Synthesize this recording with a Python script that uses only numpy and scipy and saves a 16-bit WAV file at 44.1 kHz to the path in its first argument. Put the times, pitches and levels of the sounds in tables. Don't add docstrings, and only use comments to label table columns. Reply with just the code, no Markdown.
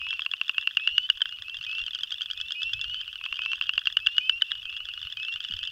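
import sys
import numpy as np
from scipy import signal
from scipy.io import wavfile
from scipy.ndimage import uniform_filter1d

SR = 44100
rng = np.random.default_rng(int(sys.argv[2]) if len(sys.argv) > 2 else 0)


def master(y):
    cut = np.clip(np.atleast_2d(y).T, -1, 1)
    pcm = np.round(cut * 32767)
    wavfile.write(sys.argv[1], SR, pcm.astype(np.int16))


N = 251811


def gain_of(db):
    return 10 ** (np.asarray(db) / 20)


def evened(x):
    return x / np.sqrt(np.mean(x ** 2) + 1e-20)


def phase_of(hz):
    return 2 * np.pi * np.cumsum(hz) / SR


def read(points, hz):
    point_hz, value = np.transpose(points)
    return np.interp(np.log(hz + 1), np.log(point_hz + 1), value)


def add(mix, s, sound):
    part = mix[max(round(s * SR), 0):][:len(sound)]
    part += sound[:len(part)]


def noise(spectrum, size, patchy_db):
    frames = 4 * N // size + 5
    hz = np.fft.rfftfreq(size, 1 / SR)
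    real, imaginary, patches = rng.standard_normal((frames, len(hz), 3)).T
    patches = uniform_filter1d(patches, size=5, axis=0)
    patches = evened(uniform_filter1d(patches, size=6, axis=1))
    level_db = read(spectrum, hz)[:, None] + patchy_db * patches
    z = (real + 1j * imaginary) * gain_of(level_db)
    return evened(signal.istft(z, nperseg=size, noverlap=3 * size // 4)[1][:N])


def hiss():
    # frequency in Hz, relative density in dB per Hz.
    spectrum = [(150, 14), (300, 8), (700, 8.4), (9000, 3), (13000, 4.5), (16000, 4)]
    return gain_of(-67.5) * noise(spectrum, size=512, patchy_db=2.0)


def wind():
    # frequency in Hz, relative density in dB per Hz.
    spectrum = [(11, -28.5), (18, 0), (38, 7.5), (90, 6.5), (121, -3), (217, -20.5), (400, -33),
                (520, -61.5), (880, -120)]
    # time in seconds, level in dB.
    gusts = [(0.0, -60), (0.301, -73), (1.3, -65), (1.99, -59), (2.05, -66), (2.48, -58), (2.58, -75.5),
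             (2.65, -57.5), (3.04, -54), (3.07, -64.5), (4.71, -62), (5.01, -56.5), (5.14, -65.5),
             (5.45, -65.5), (5.52, -53.5), (5.66, -62), (5.71, -61)]
    gust_db = np.interp(np.arange(N) / SR, *np.transpose(gusts))
    return noise(spectrum, size=1024, patchy_db=5.5) * gain_of(gust_db)


def thump():
    # level in dB, start in Hz, end in Hz, 60 dB decay time in seconds.
    knock = (-46, 280, 57, 0.25)
    db, high_hz, low_hz, t60 = knock
    out, t = np.zeros(N), np.arange(6000) / SR
    hz = low_hz + (high_hz - low_hz) * np.exp(-t / .018)
    level = gain_of(db - 60 * t / t60) * (1 - np.exp(-t / 0.0038))
    add(out, 5.498, level * np.sin(phase_of(hz)))
    return out


def haze():
    # frequency in Hz, relative density in dB per Hz.
    spectrum = [(410, -81), (700, -44), (934, -57), (1170, -18), (1400, -18), (2320, -36), (2720, 8.5),
                (2900, 6), (3400, -12), (3910, -28), (4840, -18.5), (9000, -47.5), (11700, -68.5),
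                (19800, -120)]
    return gain_of(-47.5) * noise(spectrum, size=256, patchy_db=5.0)


def click(db, hz, low_db, high_db, hold, luck, taut_hz, ring_t60, mouth_hz):
    # multiple of the fold rate, relative level in dB.
    partials = [(3, -4.5), (4, -16), (5, -30.5), (6, -39.5), (7, -47), (8, -34.5), (9, -42)]
    t = np.arange(1300) / SR
    excess_hz = taut_hz - hz / 2
    taut = np.exp(-(t / (hold + 0.000069)) ** 2)
    turns = phase_of(hz / 2 + excess_hz * taut)
    ring = phase_of(hz + 1.5 * excess_hz * np.exp(-t / (0.00027 + 0.3 * hold)))
    after = np.maximum(t - hold, 0)
    folds = (1 - np.exp(-t / 0.00051)) * gain_of(-60 * after / 0.0044)
    sac = (1 - np.exp(-t / 0.00034)) ** 1.82 * gain_of(-60 * after / ring_t60)

    overtones = 0
    for (multiple, partial_db), w in zip(partials, luck):
        overtones = overtones + gain_of(partial_db + 6 * (w - .5)) * np.sin(multiple * turns + 2 * np.pi * w)
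    rough = 1 + .5 * np.sin(2 * np.pi * (700 * t * (1 + luck[1]) + luck[2]))
    snap_hz = 6200 - 2600 * np.minimum(t / 0.0004, 1)
    snap = .5 * np.exp(-t / 0.00037) * np.sin(phase_of(snap_hz))
    mouth = 0.61 * np.exp(-t / 0.0019) * np.sin(2 * np.pi * mouth_hz * t + 2.47)
    mouth = mouth * (1 - np.exp(-t / 0.00056))

    low = gain_of(low_db - 2.0) * (folds * np.sin(turns) + mouth)
    high = gain_of(high_db) * (folds * rough * overtones + snap)
    body = sac * np.sin(ring) + low + high
    throat = signal.butter(6, 994, "high", fs=SR, output="sos")
    return gain_of(db) * signal.sosfilt(throat, body)


def far_frogs():
    clicks_per_s = 170
    louder_db = 2.2 * np.minimum(rng.exponential(1, N), 2.5)
    size = gain_of(louder_db) * (rng.random(N) < clicks_per_s / SR)
    frog, out = rng.integers(0, 24, N), np.zeros(N)
    for k, hz in enumerate(np.linspace(2620, 3520, num=24)):
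        voice = click(0, hz, low_db=-15, high_db=-14, hold=.0016, luck=rng.random(7),
                      taut_hz=.55 * hz, ring_t60=.018, mouth_hz=rng.uniform(1100, 1900))
        out += signal.oaconvolve(size * (frog == k), voice)[:N]
    return gain_of(-48) * evened(out)


def whistle(odd_db, fourth_db, start, end, start_hz, end_hz, db):
    seconds = end - start
    u = np.linspace(0, 1, int(seconds * SR))
    pitch = start_hz + (end_hz - start_hz) * u + 15.43 * np.sin(np.pi * u)
    waver_db = evened(uniform_filter1d(rng.standard_normal(len(u)), size=900))
    turns = phase_of(pitch / 2) + 2 * np.pi * rng.random()
    high = (pitch - 2800) / 300
    odd_gain = gain_of(odd_db + 4 * np.minimum(high, 0) + waver_db)
    odd = odd_gain * (.5 * np.sin(turns) + np.sin(3 * turns))
    fourth_gain = gain_of(fourth_db - 9 * np.maximum(high + .3, 0) + waver_db)
    tone = np.sin(2 * turns) + odd + fourth_gain * np.sin(4 * turns)
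    edges = np.clip(np.minimum(u * seconds / 0.011, (1 - u) * seconds / 0.0091), 0, 1)
    swell = gain_of(db + 3.2 * (u - .5) + waver_db)
    return np.sqrt(2) * swell * edges * tone


def peepers():
    # start in seconds, end in seconds,
    # start in Hz, end in Hz, rms level in dB before swell and fades.
    voices = [(-27.5, -30.5, [(.78, 1.07, 2500, 3070, -35), (2.362, 2.67, 2530, 3020, -42.5),
              (2.73, 3.02, 2530, 3120, -37.5), (3.995, 4.285, 2555, 3110, -38)]),
              (-33.5, -30.5, [(0, .165, 2510, 2763, -36.5), (1.66, 1.84, 2490, 2820, -34.5),
              (2.545, 2.73, 2470, 2810, -35.5), (3.375, 3.56, 2470, 2790, -35),
              (4.2, 4.395, 2450, 2819, -35.6), (5.165, 5.365, 2495, 2815, -35.5)]),
              (-39.5, -44.5, [(0, .14, 2780, 2983, -41), (.53, .67, 2510, 2803, -41.5),
              (.58, .67, 2770, 3000, -47), (.81, .96, 2690, 3020, -39), (1.25, 1.37, 2720, 2950, -42.5),
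              (1.44, 1.58, 2535, 2813, -41), (1.66, 1.78, 2720, 2942, -47), (2.29, 2.37, 2375, 2455, -62),
              (3.22, 3.38, 2535, 2884, -43), (3.62, 3.78, 2725, 3046, -44), (4.43, 4.55, 2690, 2955, -44),
              (4.46, 4.61, 2640, 2957, -45.5), (4.645, 4.79, 2505, 2773, -42.3),
              (4.65, 4.85, 2680, 2980, -43), (4.86, 4.98, 2680, 2898, -44.5),
              (5.39, 5.54, 2640, 2950, -46.5), (5.57, 5.71, 2710, 2995, -45),
              (5.595, 5.71, 2540, 2800, -42.5)])]
    out = np.zeros(N)
    for odd_db, fourth_db, whistles in voices:
        for row in whistles:
            add(out, row[0], whistle(odd_db, fourth_db, *row))
    return out


def neighbours():
    # start in seconds, level in dB (before a 3 dB lift).
    trills = [ (3260, 3355, -16.5, -16.5, [(.106, -21.5), (.2191, -21.5), (.314, -22)]),
              (3250, 3330, -33, -12, [(.087, -29.5), (.2064, -30.5)]),
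              (3200, 3503, -12, -10, [(.136, -31.5), (.2495, -34), (.4805, -28.5), (.6117, -31.5)]),
              (3260, 3370, -6, -28, [(.5446, -36), (.6252, -32), (.7096, -32), (.7967, -30.5), (.89, -31),
              (1.09, -29), (1.206, -28)]), (3260, 3490.5, -10, -12.5, [(1.1729, -32.5), (1.291, -32),
              (1.4214, -27.5), (1.5439, -29.5), (1.6475, -31)]),
              (2805.5, 2771.7, -11.5, -11.5, [(1.3235, -29.5), (1.3858, -33), (1.4819, -31),
              (1.611, -30.5)]), (3160, 3330, -17.5, -12.5, [(1.496, -29), (1.5685, -29), (1.639, -29),
              (1.7132, -28.5), (1.791, -29.5)]), (3020, 3520, -18.5, -14.5, [(1.5873, -34), (1.6654, -28.5),
              (1.75, -28), (1.838, -28), (1.9328, -29), (2.1416, -26.5), (2.2584, -26.5), (2.3748, -28),
              (2.4835, -31.5)]), (2959.9, 2960, -13, -9, [(1.627, -32), (1.694, -31), (1.7824, -26.5),
              (1.988, -29)]), (2780, 3174, -13, -13, [(1.728, -26.5), (1.8002, -30), (1.8804, -26.5),
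              (1.9552, -29), (2.118, -26), (2.2086, -25.5), (2.3009, -26.5), (2.4009, -26), (2.5064, -25),
              (2.6181, -25), (2.7319, -23.5), (2.842, -24), (2.9431, -25)]),
              (3410, 3470, -15.5, -15, [(1.815, -29.5), (1.9074, -29), (2.008, -30), (2.106, -28.5),
              (2.1817, -32.5)]), (3140, 3450, -20, -10, [(1.8638, -24), (1.948, -22), (2.0336, -19),
              (2.122, -22), (2.2175, -20.5), (2.311, -21), (2.4121, -21), (2.5203, -21), (2.631, -20.5),
              (2.7345, -20), (2.8128, -22)]), (3139.2, 3240, -8, -4, [(2.229, -34), (2.3326, -35)]),
              (3000, 3255, -14, -13.5, [(2.6022, -39), (2.6934, -34), (2.7924, -31), (2.897, -29.5),
              (3.0123, -25), (3.1283, -30), (3.2536, -27), (3.3683, -30)]),
              (2837, 3320, -14.5, -15, [(2.9366, -34), (3.0051, -33), (3.078, -28), (3.156, -26.5),
              (3.2387, -26), (3.418, -23.5), (3.5164, -22.5), (3.6225, -22.5), (3.7354, -24.5),
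              (3.8557, -22), (4.063, -18.5)]), (3070, 3360, -13, -10.5, [(3.3415, -31.5), (3.4347, -29),
              (3.6381, -31), (3.755, -32.5), (3.8774, -32), (4.001, -34.5), (4.1665, -30)]),
              (3090, 3390, -18, -11.5, [(3.3567, -31), (3.4502, -29.5), (3.5555, -30), (3.6679, -30),
              (3.7916, -27.5), (3.9248, -28)]), (3220, 3720, -3, -20.5, [(3.5798, -38), (3.6567, -38),
              (3.8162, -35.5), (3.9008, -34), (3.99, -35.5), (4.0859, -34), (4.4125, -33.5),
              (4.5095, -35)]), (3037.8, 3280, -14, -15, [(4.5523, -30.5), (4.654, -28), (4.7658, -29)]),
              (2780, 2900, -12, -13.5, [(4.7262, -30), (4.8037, -31), (4.887, -27.5), (4.9758, -27.5),
              (5.0701, -28.5)]), (3269.2, 3516.8, -13, -11.5, [(4.6288, -34.5), (4.6993, -34.5),
              (4.773, -32), (4.8536, -29.5), (4.937, -28.5), (5.0152, -30), (5.1242, -27), (5.23, -28),
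              (5.3382, -29.5), (5.4401, -31.5)]), (2960, 3400, -15.5, -12, [(4.9542, -40), (5.028, -27.5),
              (5.1002, -32.5), (5.1705, -26.5), (5.2487, -27), (5.3246, -28), (5.404, -25.5),
              (5.4859, -29.5), (5.566, -29.5), (5.6513, -29)]), (2820, 3070, -14, -13, [(5.05, -31.5),
              (5.1983, -28), (5.2829, -25), (5.3591, -24.5), (5.448, -23.5), (5.5374, -23.5),
              (5.6299, -24.5)]), (3010, 3130, -19.5, -10.5, [(5.5097, -26.5), (5.5896, -26),
              (5.6734, -25)]), (3265.6, 3360, -13, -14, [(5.5221, -28), (5.6366, -27)])]
    out = np.zeros(N)
    for first_hz, last_hz, low_db, high_db, trill in trills:
        for (s, db), luck in zip(trill, rng.random((len(trill), 10))):
            hz = np.interp(s, [trill[0][0], trill[-1][0]], [first_hz, last_hz])
            sound = click(db, hz, low_db, high_db, hold=0.0018 + 0.00056 * luck[7], luck=luck,
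                          taut_hz=hz * (0.471 + 0.072 * luck[8]), ring_t60=0.015,
                          mouth_hz=1100 + 500 * luck[9])
            add(out, s, sound)
    grass = signal.butter(1, 9000, fs=SR)
    return gain_of(3.0) * signal.lfilter(*grass, out)


def near_frog():
    # start in seconds, level in dB, sac ring in Hz.
    trills = [
        [(.0154, -22.5, 2790), (.067, -19, 2610), (.1288, -19.5, 2630), (.1934, -16, 2680), (.262, -13.5, 2720),
         (.3365, -13.5, 2730), (.4131, -11, 2710), (.4941, -10.5, 2726), (.581, -9.5, 2745),
         (.6731, -9.5, 2726), (.7703, -8, 2781), (.874, -8.5, 2780), (.98, -7, 2846), (1.0996, -6.5, 2878),
         (1.2174, -10, 3110), (1.2562, -17.5, 3200)],
        [(3.2118, -25.5, 2610), (3.2613, -17.5, 2654), (3.3259, -14.5, 2750), (3.391, -16.5, 2670),
         (3.46, -14.5, 2695), (3.5323, -12.5, 2710), (3.6118, -12, 2734), (3.6925, -10, 2751),
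         (3.7784, -9, 2770), (3.8709, -8.5, 2780), (3.9693, -7, 2885), (4.0694, -7, 2820), (4.181, -7, 2880),
         (4.295, -7, 2930), (4.4202, -8.5, 2997), (4.5172, -12, 3310)],
    ]
    # delay in seconds, level in dB.
    echo = (0.0046, -26)
    echo_s, echo_db = echo
    out, t = np.zeros(N), np.arange(200) / SR
    for trill in trills:
        for (s, db, hz), luck in zip(trill, rng.random((len(trill), 7))):
            age = s - trill[0][0]
            low_db = -17 - 0.4 * db
            hold, ring_t60 = 0.00049 + 0.0019 * age, 0.015
            if s == trill[-1][0]:
                hold, ring_t60, low_db = 0.0011, .01, low_db + 3.5
            sound = click(db, hz, low_db, high_db=-19, hold=hold, luck=luck,
                          taut_hz=1591 + 64 * age, ring_t60=ring_t60, mouth_hz=0.809 * hz - 1100)
            add(out, s, sound)
            add(out, s + echo_s, gain_of(echo_db) * sound)
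            puff = np.sin(np.pi * np.minimum(t / 0.0015, 1)) ** 2
            add(out, s, gain_of(1.73 * db - 35.5) * puff)
    return out


def pond(x, t60):
    taps = np.zeros(SR // 4)
    at = np.arange(160, len(taps) - 20, 20)
    at = at + rng.integers(0, 20, len(at))
    taps[at] = rng.choice([-1., 1.], len(at)) * gain_of(-60 * at / SR / t60)
    taps = signal.lfilter([1], [1, -.6], taps)
    return signal.fftconvolve(x, taps / np.linalg.norm(taps))[:N]


def stereo(mid):
    # frequency in Hz, side in dB re mid.
    width = [(60, -27), (350, -7), (1400, -23), (2800, -28), (5500, -18), (14000, -19)]
    hz, _, z = signal.stft(mid, SR, nperseg=512)
    scramble = np.exp(2j * np.pi * rng.random(z.shape[::-1]).T)
    z = z * gain_of(read(width, hz)[:, None]) * scramble
    side = signal.istft(z, SR, nperseg=512)[1][:N]
    return np.array([mid + side, mid - side])


def scene():
    background = hiss() + wind() + thump() + haze()
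    others = far_frogs() + peepers() + neighbours()
    near = near_frog()
    wet = gain_of(-25.5) * pond(near, t60=0.049) + gain_of(-15) * pond(others, t60=0.04)
    return stereo(background + others + near + wet)


def record(dry):
    edge = signal.firwin(1023, 15800, window=("kaiser", 12), fs=SR)
    return signal.oaconvolve(dry, edge[None], "same")


dry = scene()
out = record(dry)
master(out)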